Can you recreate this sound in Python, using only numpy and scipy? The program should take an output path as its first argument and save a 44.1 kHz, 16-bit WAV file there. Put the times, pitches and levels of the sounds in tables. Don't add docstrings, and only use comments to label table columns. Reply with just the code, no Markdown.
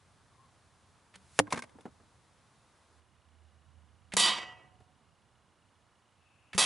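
import sys
import numpy as np
from scipy import signal
from scipy.fft import rfft, irfft, next_fast_len
from scipy.io import wavfile
from scipy.ndimage import map_coordinates

SR = 44100
rng = np.random.default_rng(int(sys.argv[2]) if len(sys.argv) > 2 else 0)


def wav_record(signal):
    frames = np.transpose(np.atleast_2d(signal))
    bounded = np.clip(frames, -1, 1)
    quanta = np.round(bounded * 32767).astype(np.int16)
    wavfile.write(sys.argv[1], SR, quanta)


N = 293265
T = np.arange(SR) / SR
CLOCK = np.arange(N) / SR
CLOSE_UP_S = 3.0
TOP_HZ = 11080

# (release [s], click level [dB], string stop [s], slap level [dB], limb hum level [dB])
BOW_SHOTS = [(1.1400, -53, 1.1560, -51, -57), (4.1210, -43, 4.1365, -34.5, -37.5),
             (6.5313, -41, 6.5470, -45, -35.5)]
# (frequency [Hz], level [dB])
SLAP_COLOUR = [(60, -6), (200, 1), (700, 2.5), (2500, -0.5), (5000, -4.5), (11000, -5)]
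# (time [s], level [dB], length [s], t60 [s], tilt [dB/octave])
TARGET_ENTRY = [(1.3903, -13.5, .0018, 0.009, -0.5), (1.3949, -24, .004, .014, 0)]
# (frequency [Hz], level [dB], hold under full buzzing [s], t60 [s])
SHEET_CROWD = [(50, -34, 0.024, .6), (198.2, -4.5, 0.035, 1), (322, -6.5, .08, .9), (698, -4, 0.1, 0.84),
               (1050, 3.5, 0.14, .5), (1330, -7, 0.16, 0.56), (2150, -6, 0.17, 0.47),
               (2640, -1.5, 0.12, .38), (2770, -5.5, 0.14, 0.63), (2980, 2, 0.13, .35),
               (3730, 0, 0.13, 0.26), (5200, -3.5, .08, 0.42), (6200, -1.5, .045, 0.4),
               (10500, 3, 0.012, 0.29)]


def amp(db):
    return 10 ** (np.asarray(db) / 20)


def unit(x):
    return x / np.sqrt(np.mean(x ** 2) + 1e-20)


def along(points, hz, axis=1):
    columns = np.transpose(points)
    return np.interp(np.log(hz + 1), np.log(columns[0]), columns[axis])


def octaves(hz):
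    return np.log2((hz + 50) / 2000)


def filtered(x, response):
    n = x.shape[-1]
    m = next_fast_len(n + SR // 4)
    spectrum = rfft(x, m) * response(np.fft.rfftfreq(m, 1 / SR))
    return irfft(spectrum, m)[..., :n]


def noise(colour, size, tilt_db=0):
    def response(hz):
        bass_cut = hz ** 2 / (hz ** 2 + 40 ** 2)
        return amp(along(colour, hz) + tilt_db * octaves(hz)) * (hz < TOP_HZ) * bass_cut

    return unit(filtered(rng.standard_normal(size), response))


def wobble(rate, size):
    knots = rng.standard_normal(int(size * rate / SR) + 4)
    return map_coordinates(knots, [np.arange(size) * rate / SR])


def add(track, s, sound):
    part = track[round(s * SR):][:len(sound)]
    part += sound[:len(part)]


def burst(colour, length, t60, tilt_db=0):
    grit = unit(amp(1.4 * wobble(900, SR)))
    envelope = amp(-60 * np.maximum(T - length, 0) / t60)
    return grit * noise(colour, SR, tilt_db) * envelope


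def ring(modes, attack=0.00016):
    modes_sum = sum(amp(db - 60 * T / t60) * np.sin(2 * np.pi * hz * T) for hz, db, t60 in modes)
    return modes_sum * (1 - np.exp(-T / attack))


def panned(db):
    return amp([[db / 2], [-db / 2]])


def wide(colour, side_db):
    mid = noise(colour, N)
    side = amp(side_db) * noise(colour, N)
    return unit(np.array([mid + side, mid - side]))


def outdoors(x, pan, scatter, echo_db):
    x = filtered(x, lambda hz: (1j * hz) ** 2 / (60 ** 2 + 1j * hz * 75 - hz ** 2))
    near = rng.standard_normal(SR) * amp(-60 * T / .06)
    scattered = signal.fftconvolve(x, near / np.linalg.norm(near))[:N]
    side = filtered(scattered, lambda hz: amp(along(scatter, hz)))
    far = rng.standard_normal((2, SR)) * amp(-60 * T / 1.3)
    far = filtered(far, lambda hz: 1 / (1 + (hz / 1400) ** 4))
    echo = signal.fftconvolve(x[None], far / np.linalg.norm(far[0]), axes=1)[:, :N]
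    stereo = np.array([x + side, x - side]) + amp(echo_db) * echo
    return filtered(stereo, lambda hz: amp(np.outer([.5, -.5], along(pan, hz))))


def background():
    # (frequency [Hz], level [dB])
    rumble_colour = [(25, -10), (50, -4), (85, 3), (115, 0.5), (160, -6), (300, -18.5), (700, -59.5)]
    trees_colour = [(100, -23), (210, -0.5), (350, -3.5), (600, -3.5), (1050, -1), (2000, -9), (4000, -17),
                    (8000, -50)]
    hiss_colour = [(1500, -19.5), (3500, 0), (11000, -3.5)]
    # (time [s], level [dB])
    rumble_course = [(0.0, -74), (1.8, -72), (3.02, -78), (4.37, -69.5), (6.02, -80.5), (6.65, -74.5)]
    # (start [s], end [s], frequency [Hz], width [Hz], level [dB], left-right [dB])
    far_tones = [(0.31, 0.506, 1080, 120, -70, 3.5), (6.15, 6.77, 2640, 370, -75, 7),
                 (2.9, 4.25, 78, 5, -67.5, -16)]
    rumble_gain_db = 4.5

    close = CLOCK > CLOSE_UP_S
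    rumble_db = rumble_gain_db + np.interp(CLOCK, *np.transpose(rumble_course))
    rumble = amp(rumble_db + 0.76 * wobble(8.2, N)) * wide(rumble_colour, side_db=-9.0)
    out = rumble * np.where(close, panned(-7.5), panned(-3))
    trees = amp(np.where(close, -71.5, -69)) * wide(trees_colour, side_db=-12)
    out += trees * np.where(close, panned(-2.5), panned(-.5))
    out += amp(np.where(close, -79.5, -74.7)) * wide(hiss_colour, side_db=-8.5)
    for start, end, hz, width_hz, db, pan_db in far_tones:
        progress = np.clip((CLOCK - start) / (end - start), 0, 1)
        swell = np.sqrt(np.abs(np.sin(np.pi * progress)))
        resonance = lambda f: 1 / (1 + (2 * (f - hz) / width_hz) ** 2)
        tone = unit(filtered(rng.standard_normal(N), resonance))
        out += amp(db) * swell * tone * panned(pan_db)
    return out


def camera_ticks():
    frame_rate = 29.97
    frame, since = np.divmod(CLOCK - 3.017, 1 / frame_rate)
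    pulse = np.exp(-((since - .004) / 0.0027) ** 2) * (CLOCK > CLOSE_UP_S)
    lower = amp(-72.5 + 1.5 * wobble(30, N)) * np.sin(2 * np.pi * 2900 * since)
    upper = amp(-78.0 + 1.5 * wobble(30, N)) * np.sin(2 * np.pi * 3300 * since) * (frame % 2 == 0)
    return pulse * (lower + upper)


def soft_thuds():
    # (time [s], level [dB], tilt [dB/octave])
    thuds = [(1.751, -50, -13), (1.786, -50.5, 1.5), (1.8544, -39.5, .5), (1.879, -55, -8),
             (1.999, -59.5, 2.5), (4.803, -62, 5)]
    # (frequency [Hz], level [dB])
    thud_colour = [(60, -9.5), (250, 11), (650, 1), (1300, -6.5), (2500, -23.5), (5000, -33), (11000, -39)]
    out = np.zeros(N)
    for s, db, tilt_db in thuds:
        add(out, s, amp(db) * burst(thud_colour, length=0.0032, t60=0.078, tilt_db=tilt_db))
    return out


def clatter():
    # (time [s], level [dB], length [s], tilt [dB/octave], favoured frequency [Hz])
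    wood_contacts = [(1.4705, -47.5, .001, -4.5, 1570), (1.476, -46.5, 0.0011, -4, 1050),
                     (1.505, -47, .016, 1.5, 3500), (1.5243, -25.3, 0.0031, 0.5, 2150),
                     (1.532, -35.5, 0.0092, -3.5, 480), (1.5433, -36.5, 0.0024, -0.5, 2150),
                     (1.558, -42.5, 0.0093, -0.5, 240), (1.574, -35, .006, -1.1, 2150),
                     (1.591, -38.5, .001, 2.5, 1570), (1.622, -39.5, 0.00092, 1, 2150),
                     (1.637, -49.5, 0.0055, 0, 1050), (1.694, -63.5, 0.0026, 2, 3500),
                     (1.808, -62, .0044, 2.5, 3500)]
    # (frequency [Hz], level [dB])
    wood_colour = [(60, -7.5), (230, 5.5), (500, 0.5), (1000, 4.5), (1500, -4.5), (2150, 1), (3000, -8.5),
                   (6000, -12.5), (11000, -15)]
    # (frequency [Hz], level at the favoured pitch over the ring level [dB], t60 [s])
    wood_modes = [(240, 7, 0.17), (480, 4.5, 0.066), (1050, 3, .042), (1570, 5, .035), (2150, 2, 0.027),
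                  (3500, 4, 0.022)]
    favour_db_per_octave = 14
    hard_db, choke = -38.5, .6

    out = np.zeros(N)
    for s, db, length, tilt_db, favoured_hz in wood_contacts:
        ring_db = db - choke * max(db - hard_db, 0)
        modes = []
        for hz, mode_db, t60 in wood_modes:
            distance_octaves = abs(np.log2(hz / favoured_hz))
            modes.append((hz, mode_db - favour_db_per_octave * distance_octaves, t60))
        contact = amp(db) * burst(wood_colour, length, t60=.037, tilt_db=tilt_db)
        add(out, s, contact + amp(ring_db) * ring(modes, attack=0.0007))
    return out


def flight():
    arrival_db, miss_m, speed_m_per_s = -51, 0.99, 82
    fletching_colour = [(300, -2), (2500, 0.5), (7000, -0.5), (11000, 0.95)]  # (frequency [Hz], level [dB])
    release, arrival = BOW_SHOTS[0][0], TARGET_ENTRY[0][0]
    distance = miss_m + speed_m_per_s * np.abs(arrival - CLOCK)
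    airborne = (CLOCK > release) & (CLOCK < arrival)
    return amp(arrival_db) * miss_m / distance * airborne * noise(fletching_colour, N)


def target_hit():
    # (frequency [Hz], level [dB])
    smack_colour = [(60, -9.5), (200, -2), (500, 3), (1200, -2), (2000, 3), (3000, -7.5), (6000, -9.5),
                    (11000, -11.5)]
    # (frequency [Hz], level [dB], t60 [s])
    target_modes = [(110, -34.5, 0.26), (194, -31.5, .08), (298, -28.5, .19), (524, -19.5, 0.043),
                    (570, -38, .06), (730, -8, 0.0086), (1050, -17.5, 0.0062)]
    out = np.zeros(N)
    for s, db, length, t60, tilt_db in TARGET_ENTRY:
        add(out, s, amp(db) * burst(smack_colour, length, t60, tilt_db))
    thump = filtered(ring(target_modes), lambda hz: (1j * hz / (110 + 1j * hz)) ** 2)
    add(out, 1.3991, thump)
    add(out, 1.400, amp(-40) * burst(smack_colour, length=0.0022, t60=0.037, tilt_db=2.1))
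    return out


def bow():
    # (frequency [Hz], level [dB])
    click_colour = [(200, -11.5), (900, -11), (2100, 2.5), (3600, -8.5), (5500, -18.5), (11000, -22.5)]
    # (frequency [Hz], level over the shot's hum level [dB], t60 [s])
    limb_modes = [(189.5, 0, 0.25), (123, -11.5, 0.067), (390, -9, 0.092)]
    out = np.zeros(N)
    for release, click_db, stop, slap_db, hum_db in BOW_SHOTS:
        add(out, release, amp(click_db) * burst(click_colour, length=.004, t60=0.072))
        add(out, stop, amp(slap_db) * burst(SLAP_COLOUR, length=0.0041, t60=0.02))
        add(out, stop, amp(hum_db - 15.5) * burst(SLAP_COLOUR, length=.018, t60=.07))
        add(out, stop + .002, amp(hum_db) * ring(limb_modes))
    return out


def tray_modes(hz, db, t60, buzz):
    hold = buzz * along(SHEET_CROWD, hz, axis=2)
    knee = 0.018
    free = knee * np.logaddexp(0, (T - hold[:, None]) / knee)
    swell = 1 - 0.5 * np.exp(-T / 0.013)
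    trade_db = 2.6 * np.array([wobble(30, SR) for _ in hz])
    bend = 0.75 * np.array([wobble(45, SR) for _ in hz]) * np.exp(-T / .5)
    turn, twin_turn, split = rng.random((3, len(hz), 1))
    phase = 2 * np.pi * (hz[:, None] * T + turn) + bend
    twin = amp(-6.5) * np.sin(phase + 2 * np.pi * (28 * (split - .5) * T + twin_turn))
    envelope = amp(db[:, None] - 1 + trade_db - 60 * free / t60[:, None])
    return swell * np.sum(envelope * (np.sin(phase) + twin), axis=0)


def tray_wash(buzz, tilt_db):
    grid = np.arange(0, SR / 2, 18)
    strengths = amp(3.8 * rng.standard_normal(len(grid)))
    crowd = unit(filtered(rng.standard_normal(SR), lambda hz: np.interp(hz, grid, strengths)))
    hz, t, z = signal.stft(crowd, SR, nperseg=512)
    db, hold, t60 = (along(SHEET_CROWD, hz, axis=k)[:, None] for k in range(1, 4))
    knee = 0.026
    free = knee * np.logaddexp(0, (t - buzz * hold) / knee)
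    decay = amp(db + tilt_db * octaves(hz)[:, None] - 60 * free / t60)
    return signal.istft(z * decay, SR, nperseg=512)[1][:SR]


def tray():
    # (time [s], level [dB], main modes' trim [dB], share of the full buzz time [1], tilt [dB/octave])
    tray_hits = [(4.1676, -0.5, 0, 0.93, 1), (6.579, 0, -5.5, 0.49, 0.4)]
    # (frequency [Hz], level [dB], t60 [s])
    main_modes = [(209.7, -46, .8), (736, -48.5, 1.4), (923, -42, 0.74), (1005, -39, .45),
                  (1109, -39.5, 0.41), (1214, -40, 0.41), (1944, -33.5, 0.55), (1984, -39.5, 0.52),
                  (2263, -46.5, 0.61), (2570, -41.5, 0.65), (2606, -44, 0.38), (2856, -39, 0.6),
                  (2994, -34.5, 0.47), (3190, -38.5, 0.5), (3235, -37.5, .36), (3340, -40.5, .3),
                  (3456, -41, .3), (3595, -39.5, 0.42), (3812, -34.5, .28), (3748, -34, .28),
                  (3973, -43, 0.44), (4231, -43.5, .3), (4460, -38.5, 0.25), (4650, -31.5, 0.345),
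                  (4703, -35, 0.39), (5740, -38.5, 0.42), (6300, -42, 0.43), (8496, -39, .26),
                  (8474, -39.5, 0.21), (9940, -39.5, .26)]
    out = np.zeros(N)
    hz, db, t60 = np.transpose(main_modes)
    for s, level_db, modes_db, buzz, tilt_db in tray_hits:
        chatter = amp(1.2 * wobble(350, SR) + 1.7 * wobble(60, SR))
        wash = amp(-20) * chatter * tray_wash(buzz, tilt_db)
        add(out, s, amp(level_db - 23) * burst(SLAP_COLOUR, length=0.0018, t60=0.034))
        add(out, s, amp(level_db) * (wash + tray_modes(hz, db + modes_db, t60, buzz)))
    return out


def scene():
    # (frequency [Hz], left-right [dB])
    target_pan = [(60, -9.5), (170, -2.5), (490, 0.5), (1410, 0.0), (4030, -0.5), (11500, 0.0)]
    tray_pan = [(60, -8.0), (170, -4), (490, -3), (1410, -2.0), (4030, -1.5), (11500, -1.5)]
    # (frequency [Hz], level [dB])
    target_scatter = [(60, -7), (220, -12.5), (830, -16), (3100, -14), (11500, -11)]
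    tray_scatter = [(60, -1.5), (220, -7), (830, -13), (3100, -15.5), (11500, -12.5)]
    at_target = flight() + target_hit() + clatter() + soft_thuds()
    target = outdoors(at_target, target_pan, target_scatter, echo_db=-39.5)
    close = outdoors(tray() + bow(), tray_pan, tray_scatter, echo_db=-32.5)
    return target + close + background() + camera_ticks()


def record(dry):
    thinned = filtered(dry, lambda hz: 1j * hz / (30 + 1j * hz))
    return filtered(thinned, lambda hz: amp(-np.clip((hz - TOP_HZ + 100) / 12, 0, 100)))


dry = scene()
out = record(dry)
wav_record(out)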